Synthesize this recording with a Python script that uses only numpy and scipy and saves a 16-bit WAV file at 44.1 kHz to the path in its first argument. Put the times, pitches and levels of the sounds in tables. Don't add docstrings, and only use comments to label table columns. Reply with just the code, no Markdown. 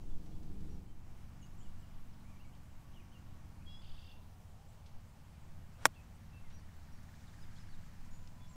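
import sys
import numpy as np
from scipy import signal
from scipy.io import wavfile

SR = 44100
rng = np.random.default_rng(int(sys.argv[2]) if len(sys.argv) > 2 else 0)


def invert_db(x):
    u = np.asarray(x, float) / 20
    return 10 ** u


def digitize_waveform(pressure):
    field = np.atleast_2d(pressure).T
    bounded = np.clip(field, -1, 1)
    quanta = np.round(bounded * 32767).astype(np.int16)
    wavfile.write(sys.argv[1], SR, quanta)


N = 377485
TIME = np.arange(N) / SR

# time in seconds, peak in dB, seconds to fall 10 dB either side.
GUSTS = [(.1, -31.5, 0.1182), (.35, -37, 0.0319), (.56, -38, .2), (.8, -39, .1), (1.18, -45, 0.09),
         (1.6, -42, 0.17), (1.95, -44, 0.2), (2.35, -51, 0.24), (2.95, -46, 0.06), (3.28, -56.5, 0.31),
         (3.95, -46.5, 0.3969), (4.98, -46.5, 0.04), (5.52, -48, 0.1563), (5.85, -52, 0.01),
         (6.5, -52, 0.17), (6.95, -48.5, 0.02), (7.42, -48, 0.0242), (7.64, -47.5, 0.1), (8.1, -44.5, 0.52)]
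# frequency in Hz, density in dB per Hz.
WIND_COLOUR = [(2.5, -12), (4, 1), (8, 2), (14, -3), (20, -11), (30, -23), (50, -38)]
RUMBLE_COLOUR = [(15, -21.5), (25, -6), (36, -11), (86, -3.5), (157, -11.5), (237, -15.5), (380, -29),
                 (580, -55)]
ROAR_COLOUR = [(240, -33.5), (400, -6), (665, -0.5), (882, 0.5), (1120, -2.5), (1330, -3), (2600, -9.5),
               (3600, -40)]
HISS_COLOUR = [(1300, -25.5), (2200, -4), (2500, 2.5), (3500, -2), (6500, -3), (9500, -7), (12500, -9.5),
               (20000, -6.5)]
SWISH_COLOUR = [(300, -10.5), (500, 0.5), (1500, -2), (4000, -10), (10500, -18.5)]
TURF_COLOUR = [(240, -20), (400, 5), (800, -5), (1950, -8), (2800, -11.5), (4500, -13.5), (9500, -10.5),
               (17500, -27)]
# time in seconds, engine cycle rate in Hz, level in dB.
MOWER_NEAR = [(0, 24.59, -55.5), (.4, 24.2, -53), (.75, 24.38, -49.5), (.9, 24.49, -59.5),
              (1.1, 23.54, -68.5)]
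MOWER_FAST = [(0.9, 24.11, -69), (1.01, 23.09, -55.5), (1.25, 23.69, -53.5), (1.99, 23.73, -56.5),
              (2.29, 24.06, -54), (2.77, 23.64, -56), (3.49, 22.88, -55), (3.8, 22.29, -58.5),
              (4.1, 21.7, -62.5)]
MOWER_SLOW = [(3.95, 19.2, -62), (5.6, 19.1, -60), (6.5, 19.2, -59), (7, 19.7, -59), (7.6, 20.1, -59),
              (8.1, 20.8, -59), (8.56, 20.9, -59)]
# multiple of the cycle rate, level in dB.
NEAR_ORDERS = [(1, -17.5), (2, -0.5), (3, -5.5), (4, -14.5), (5, -17.5), (6, -5.5), (7, -8.5), (8, -6),
               (9, -22), (10, -16), (11, -23.5), (12, -15.5), (13, -12), (14, -26.5), (15, -20.5),
               (16, -24.5), (17, -19.5), (18, -24), (19, -25), (20, -25), (21, -25), (29, -28), (33, -28)]
FAST_ORDERS = [(1, -15.5), (2, -4.5), (3, -5.5), (4, -6), (5, -8), (6, -7.5), (7, -17.5), (8, -9.5),
               (9, -16.5), (10, -15), (11, -27.5), (12, -20), (13, -24), (14, -27), (15, -24.5),
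               (16, -36.5)]
SLOW_ORDERS = [(1, -4.5), (2, -6), (3, -3), (4, -2), (5, -2), (6, -5.5), (7, -11), (8, -5), (9, -11.5),
               (10, -12), (11, -12.5), (12, -14.5)]
# time in seconds, level in dB.
WHINE_FAST = [(.9, -103), (1.4, -80), (2.2, -79), (3.3, -77.5), (3.7, -87)]
WHINE_SLOW = [(3.9, -93), (7.9, -90.5), (8.2, -74), (8.56, -70.5)]
# time in seconds, swell in dB, tilt in dB per octave.
AIR = [(0, -0.5, -4.5), (.48, 0.5, -3.5), (1.2, -0.5, -0.5), (1.64, 1, -1.5), (2.3, -2.5, -1.5),
       (3.57, 2.5, -1.5), (3.93, -2, -1), (4.15, -0.5, -3.5), (4.67, -3, -3.5), (5.53, 1, -1.5),
       (6.8, 1, -0.38), (7.5, 1.5, 1.2), (8.56, -.5, -1)]
# time in seconds, level in dB.
CLATTER = [(0, -95), (6.4, -90), (6.65, -77), (7.2, -75), (7.7, -74), (8, -77), (8.2, -88), (8.56, -95)]
HUM = [(0, -77), (2.8, -77.5), (3.3, -61.5), (5.5, -66), (6.5, -61), (8.56, -69.5)]
RUSTLE = [(0, -96.5), (6.2, -85), (6.7, -81), (7.3, -74.5), (7.9, -77), (8.56, -78.5)]
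# start in seconds, length in seconds, pitch in Hz, level in dB.
WHISTLES = [(.097, 0.05, 3470, -80), (.315, 0.055, 3400, -85), (.69, 0.073, 5720, -81),
            (.88, 0.039, 3110, -82.5), (1.428, 0.027, 2890, -73), (2.352, 0.028, 2340, -76),
            (2.445, 0.02, 2260, -76.5), (2.47, .035, 2230, -81), (1.578, .016, 7650, -80),
            (3.975, 0.073, 2750, -77), (4.072, .105, 2750, -71), (4.685, 0.0245, 7650, -78.5),
            (6.328, 0.064, 2670, -75), (6.525, 0.0507, 5780, -75.5), (6.583, 0.025, 4530, -79),
            (6.92, 0.042, 5645, -78.5), (6.972, .022, 4500, -80), (7.555, 0.027, 4340, -75),
            (7.69, 0.026, 4550, -79), (8.11, 0.074, 6950, -75), (8.2, 0.055, 7050, -87),
            (8.4, 0.066, 3440, -76.5), (8.47, 0.0206, 5550, -80), (8.49, 0.04, 7420, -74.5)]
COOS = [(4.15, 0.117, 1000, -81), (4.29, .27, 712, -80), (4.53, 0.212, 804.5, -78),
        (4.86, 0.113, 808, -78.5)]
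RISES = [(1.46, 0.0144, 4720, -79.5), (1.605, .03, 3180, -77.5), (1.63, .015, 4700, -81),
         (2.395, .035, 2820, -74), (2.525, .025, 3050, -78), (2.24, .07, 2330, -79),
         (2.934, 0.024, 3200, -77), (3.116, .024, 3070, -76), (3.61, .028, 2530, -78),
         (5.74, .04, 2700, -80.5), (5.935, 0.022, 3280, -75), (6.14, 0.026, 8220, -81),
         (7.562, .015, 3390, -72)]
DROPS = [(2.428, .02, 2700, -80), (2.125, .02, 5200, -81), (3.012, .02, 2200, -80),
         (7.265, 0.0295, 3840, -75.5), (7.425, 0.028, 3600, -75), (7.575, 0.0245, 3800, -73),
         (7.715, 0.0364, 4030, -76)]
SLIDES = [(1.79, .03, 7810, -83), (2.2, 0.02, 4130, -81), (2.998, .013, 2500, -71),
          (2.318, .025, 2300, -79), (5.34, 0.049, 2382, -81.5), (5.955, 0.052, 2617, -71.5),
          (6.435, .055, 2094, -76.5), (8.54, 0.019, 5590, -79.5)]
HOOKS = [(1.642, 0.042, 2880, -76.5), (1.82, .042, 2860, -78), (2.957, 0.032, 2860, -69.5),
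         (3.14, .035, 2810, -71), (8.525, 0.029, 6660, -74)]
DIPS = [(1.413, .057, 6350, -75), (1.592, .046, 6850, -77)]
ARCHES = [(7.413, 0.026, 5080, -71.5), (7.585, .035, 5234, -72.5)]
KINDS = [(WHISTLES + COOS, 0, 0), (RISES, -.09, .07), (DROPS, 0.1097, -.12), (SLIDES, 0.0425, -0.046),
         (HOOKS, .11, -.003), (ARCHES, -0.0592, -0.0775), (DIPS, .17, .16)]
# start in seconds, level in dB, centre in Hz, t60 in seconds.
TICKS = [(0.26, -59.5, 5100, 0.061), (0.43, -60, 5900, 0.044), (0.605, -62, 5500, .06),
         (4.86, -58, 3750, 0.187), (6.5, -57.5, 3230, 0.206), (8.273, -49, 4200, 0.0313),
         (7.03, -65, 8000, 0.042), (2.55, -60.5, 4000, 0.062)]
# time in seconds, base pitch in Hz, level in dB, side partials in dB, ninth
# partial in dB.
HELD = [(3.655, 548, -86, -20, 0), (3.668, 547, -66, -20, -4), (3.684, 551, -62, -12, -14),
        (3.703, 557, -66.5, 1, 0), (3.73, 557.4, -67.5, 0, 4), (3.765, 558, -68, -4, 3),
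        (3.78, 560, -71, -11.5, 6), (3.795, 568, -67.5, -20, -4), (3.812, 578, -78, -20, 0)]
# multiple of the base pitch, level in dB.
HELD_PARTIALS = [(5, -7), (6, 5.5), (7, -11), (8, -12), (9, -9), (10, -16.5)]
# centre in Hz, rise within a beat in Hz, level in dB, lag in beats, steady share 0-1.
TRILL_VOICES = [(2800, -350, -3, 0.49, .4), (3150, 200, -7, .5, .8), (3520, 650, 1, .03, 0.33),
                (4620, 650, 1, 0.037, .1), (5080, 150, -12, .3, .6)]
# time in seconds, level in dB, tilt in dB per octave.
SWISH = [(5.765, -85, -3), (5.785, -67, -2.5), (5.81, -63.5, -1.5), (5.832, -60.5, 0.6), (5.845, -61, 0.2),
         (5.856, -63, -1), (5.87, -85, 0)]
# start in seconds, level in dB,
# hold in seconds (sign ignored).
TURF = [
    (5.851, -50, -0.0027),
    (5.8543, -32, .0145),
    (5.868, -62, 0.02),
]
# frequency in Hz, signed height, t60 in seconds.
BALL = [(300, .026, .08), (509, -.041, .08), (623, -.028, .08), (981, -.436, .0063), (1125, -.138, .068),
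        (1334, -.306, .08), (1436, 1.071, .0086), (1875, .037, .052), (2153, .03, .08), (3118, -.024, .022),
        (3769, .068, .0195), (3916, .087, .0108)]
FACE = [(5103, -0.211, 0.003), (6048, 0.069, 0.003), (7043, 0.202, 0.0048), (7447, 0.066, 0.0062),
        (9349, -0.079, 0.0161), (11668, 0.026, 0.005)]
# frequency in Hz, level in dB, t60 in seconds.
SHAFT = [(5580, -36, .03), (7620, -36, .03), (9300, -33, .04), (13100, -46, .06), (14250, -40, .04)]
THUD = [(84, -42, 0.07), (125, -30, .05), (175, -32, .045), (275.5, -38, 0.05), (353.7, -32, 0.04),
        (640, -31, .04)]

TOUCH_S, BALL_LAG_S, CONTACT_S, RELEASE_SHARE = 5.854938, .00017, .000363, .75
SWING = slice(round(5.7 * SR), round(6.1 * SR))
RINGING = slice(round(5.85 * SR), round(6.1 * SR))


def rms_one(x):
    return x / np.sqrt(np.mean(x ** 2) + 1e-20)


def in_time(rows):
    s, *columns = np.transpose(rows)
    return [np.interp(TIME, s, c) for c in columns]


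def window(rows, fade_s):
    since_start_s = TIME - rows[0][0] + fade_s
    to_end_s = rows[-1][0] + fade_s - TIME
    return np.clip(np.minimum(since_start_s, to_end_s) / fade_s, 0, 1)


def drift(rate_hz, size=N, step=1):
    r = np.exp(-80 * np.pi * rate_hz / SR)
    white = rng.standard_normal(N // 40 + 2042)
    slow = rms_one(signal.lfilter([1], [1, -2 * r, r * r], white)[2000:])
    return np.interp(np.arange(size) * step / 40, np.arange(len(slow)), slow)


def band(x, low_hz, high_hz, step=1):
    edges_hz = [low_hz, min(high_hz, .45 * SR)]
    return signal.sosfilt(signal.butter(2, edges_hz, "band", fs=SR / step, output="sos"), x)


def coloured(colour, patchy_db, tilt_db=0, size=N, step=1):
    hz, level_db = np.transpose(colour)
    edges_hz = hz[0] * 2 ** np.arange(0, np.log2(hz[-1] / hz[0]), 1 / 3)
    count, run_in = size // step + 1, SR // step
    white = rng.standard_normal((2, count + run_in))
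    tilt_db = np.resize(np.broadcast_to(tilt_db, size)[::step], count)
    flat, tilted = 0, 0
    for k, (low_hz, high_hz) in enumerate(zip(edges_hz, edges_hz[1:])):
        centre_hz = np.sqrt(low_hz * high_hz)
        db = np.interp(np.log(centre_hz), np.log(hz), level_db)
        db = db - 150 * (centre_hz > .4 * SR / step)
        part = band(white[k % 2], low_hz, high_hz, step)[run_in:] * invert_db(db) if db > -60 else 0
        flat = flat + part
        flicker_db = patchy_db * drift(5.04, count, step)
        tilted = tilted + part * invert_db(flicker_db + tilt_db * np.log2(centre_hz / 1000))
    return signal.resample_poly(tilted, step, 1)[:size] / np.sqrt(np.mean(flat ** 2))


def wind():
    s = TIME[::40]
    calm = invert_db(-63.5)
    level = calm + sum(invert_db(db - 10 * np.abs(s - at_s) / fall_s) for at_s, db, fall_s in GUSTS)
    return np.interp(TIME, s, level) * coloured(WIND_COLOUR, patchy_db=1.5, step=40)


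def mower(run, orders, whine=None):
    cycle_hz, level_db = in_time(run)
    angle = 2 * np.pi * np.cumsum(cycle_hz * (1 + .006 * drift(5))) / SR
    heard = window(run, fade_s=0.21)
    on = heard > 0
    tone = np.zeros(N)
    for k, db in orders:
        waver = np.repeat(drift(5, N // 20 + 1, step=20), 20)[:N][on]
        level = invert_db(db + (1.5 + .06 * k) * waver)
        tone[on] += level * np.sin(k * angle[on] + rng.uniform(0, 2 * np.pi))
    tone = invert_db(level_db) * tone
    if whine:
        tone = tone + invert_db(in_time(whine)[0] + 2.1 * drift(9.0)) * np.sin(48 * angle)
    return tone * heard


def spots(first_db, second_db):
    fade_start_s, fade_s = 0.735, 0.364
    share = np.clip((TIME - fade_start_s) / fade_s, 0, 1)
    return np.hypot((1 - share) * invert_db(first_db), share * invert_db(second_db))


def clatter():
    puff_hz, puff_s = 20.0, 7.2905
    puffs = (.5 + .5 * np.cos(2 * np.pi * puff_hz * (TIME - puff_s))) ** 6
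    noise = rms_one(band(rng.standard_normal(N), 1500, 1900))
    return invert_db(in_time(CLATTER)[0] + 6.5) * puffs * noise


def leaves():
    noise = rms_one(band(rng.standard_normal(N), 3500, 7600))
    return invert_db(in_time(RUSTLE)[0] + 1.5 * drift(14)) * noise


def air():
    swell_db, tilt_db = in_time(AIR)
    rumble = spots(-54, -59.5) * invert_db(swell_db) * coloured(RUMBLE_COLOUR, patchy_db=0.5, step=10)
    roar = spots(-69.5, -68.5) * invert_db(.1 * swell_db + 0.32 * tilt_db)
    roar = roar * coloured(ROAR_COLOUR, patchy_db=0.21, tilt_db=tilt_db, step=4)
    hum = invert_db(in_time(HUM)[0] + 1.5 * drift(2.5)) * np.sin(2 * np.pi * 82 * TIME)
    hiss = spots(-72.5, -73.5) * invert_db(0.18 * tilt_db) * coloured(HISS_COLOUR, patchy_db=1.0)
    top_cut = signal.cheby2(24, 60, 15950, fs=SR, output="sos")
    return rumble + roar + hum + signal.sosfilt(top_cut, hiss)


def birds():
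    out = np.zeros(N + SR)
    for notes, first, last in KINDS:
        for start_s, length_s, hz, db in notes:
            u = np.linspace(-1, 1, round(length_s * SR))
            vibrato = .003 * np.sin(rng.uniform(0, 2 * np.pi) + 190 * length_s * u)
            bend = (last - first) / 2 * u + (first + last) / 2 * u ** 2
            pitch_hz = hz * (1 + vibrato + bend)
            envelope = invert_db(db + 4.5) * (1 - u ** 2) ** 0.21
            out[round(start_s * SR):][:len(u)] += envelope * np.sin(2 * np.pi * np.cumsum(pitch_hz) / SR)
    return out[:N] * invert_db(3 * drift(200))


def trees(x):
    level_db, start_s, t60_s = -7, .006, .3
    age_s = TIME[:SR // 5]
    sparse = rng.standard_normal(len(age_s)) * (rng.random(len(age_s)) < .02)
    cloud = sparse * invert_db(-60 * age_s / t60_s) * (age_s > start_s)
    return x + invert_db(level_db) * signal.fftconvolve(x, cloud / np.linalg.norm(cloud))[:N]


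def ticks():
    out, age_s = np.zeros(N + SR), TIME[:SR // 4]
    for start_s, db, hz, t60_s in TICKS:
        burst = band(rng.standard_normal(len(age_s)), hz * 0.45, hz * 1.345)
        envelope = invert_db(db - 60 * age_s / t60_s) * np.minimum(age_s / 0.0015, 1)
        out[round(start_s * SR):][:len(age_s)] += envelope * burst
    return out[:N]


def held_note():
    base_hz, level_db, side_db, ninth_db = in_time(HELD)
    angle = 2 * np.pi * np.cumsum(base_hz) / SR
    note = 0
    for k, db in HELD_PARTIALS:
        partial_db = db + side_db * (k % 3 > 0) + ninth_db * (k == 9)
        note = note + invert_db(partial_db) * np.sin(k * angle)
    return note * invert_db(level_db + 1.1 * drift(60.0)) * window(HELD, fade_s=.005)


def trill():
    start_s, beat_hz, level_db = 3.8095, 40.6, -71.5
    rasp_hz, climb_hz_per_beat = 155, 8
    beats, out = (TIME - start_s) * beat_hz, 0
    rasp, flutter = drift(300.0), drift(150.0)
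    climb_hz = climb_hz_per_beat * np.clip(beats - 7, -7, 7)
    for k, (hz, rise_hz, db, lag_beats, steady) in enumerate(TRILL_VOICES):
        within, own = (beats - lag_beats) % 1, k * SR
        pitch_hz = hz + rise_hz * (within - .5) + climb_hz + rasp_hz * np.roll(rasp, own)
        puff = (np.sin(np.pi * within) ** 4 + steady) * invert_db(db + 3.02 * np.roll(flutter, own))
        out = out + puff * np.sin(2 * np.pi * np.cumsum(pitch_hz) / SR)
    gate = np.clip(np.minimum(3 * beats, 13.6 - beats), 0, 1)
    return invert_db(level_db + 3.0) * out * gate


def brush(level, tilt_db, colour):
    out = np.zeros(N)
    out[SWING] = level * coloured(colour, patchy_db=0, tilt_db=tilt_db, size=len(level))
    return out


def swish():
    level_db, tilt_db = in_time(SWISH)
    level = invert_db(level_db) * window(SWISH, fade_s=.001)
    return brush(level[SWING], tilt_db[SWING], SWISH_COLOUR)


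def turf():
    s, level = TIME[SWING], 0
    for start_s, db, hold_s in TURF:
        age_s = s - start_s
        sag_db = 700 * np.abs(age_s) + 6 * (age_s / hold_s) ** 4
        level = level + invert_db(db - sag_db) * np.clip(age_s / .001, 0, 1)
    tilt_db = 1.5 - 350 * np.clip(s - TOUCH_S - .008, 0, .015)
    return brush(level, tilt_db, TURF_COLOUR)


def ring(modes, start_s):
    age_s = np.maximum(TIME[RINGING] - start_s, 0)
    out = np.zeros(N)
    for hz, height, t60_s in modes:
        out[RINGING] += height * invert_db(-60 * age_s / t60_s) * np.sin(2 * np.pi * hz * age_s)
    return out


def ring_db(modes, start_s):
    return ring([(hz, invert_db(db), t60_s) for hz, db, t60_s in modes], start_s)


def choke(after_s):
    return invert_db(-3600 * np.clip(TIME - TOUCH_S - after_s, 0, .1))


def kicked_twice(modes, start_s):
    return ring(modes, start_s) + RELEASE_SHARE * ring(modes, start_s + CONTACT_S)


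def strike():
    face = kicked_twice(FACE, TOUCH_S)
    ball = kicked_twice(BALL, TOUCH_S + BALL_LAG_S) * choke(.0053)
    ground = invert_db(-4.8) * np.roll(ball, round(.00121 * SR))
    shaft = ring_db(SHAFT, TOUCH_S) * choke(.013)
    return face + ball + ground + shaft


def thud():
    start_s, rise_s = 5.859, .007
    return ring_db(THUD, start_s) * (1 - np.exp(-np.maximum(TIME - start_s, 0) / rise_s))


def scene():
    near = mower(MOWER_NEAR, NEAR_ORDERS)
    fast = mower(MOWER_FAST, FAST_ORDERS, WHINE_FAST)
    slow = mower(MOWER_SLOW, SLOW_ORDERS, WHINE_SLOW)
    beds = wind() + near + fast + slow + air() + clatter() + leaves()
    calls = trees(birds() + held_note() + trill())
    shot = swish() + turf() + strike() + thud()
    return (beds + calls + ticks() + shot)[None]


def band_limit(x):
    return signal.sosfilt(signal.butter(12, 16510, fs=SR, output="sos"), x)


def record(dry):
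    top_cut = signal.cheby2(16, 70, 16600, fs=SR, output="sos")
    mix = signal.sosfilt(top_cut, dry)
    return band_limit(mix)


dry = scene()
out = record(dry)
digitize_waveform(out)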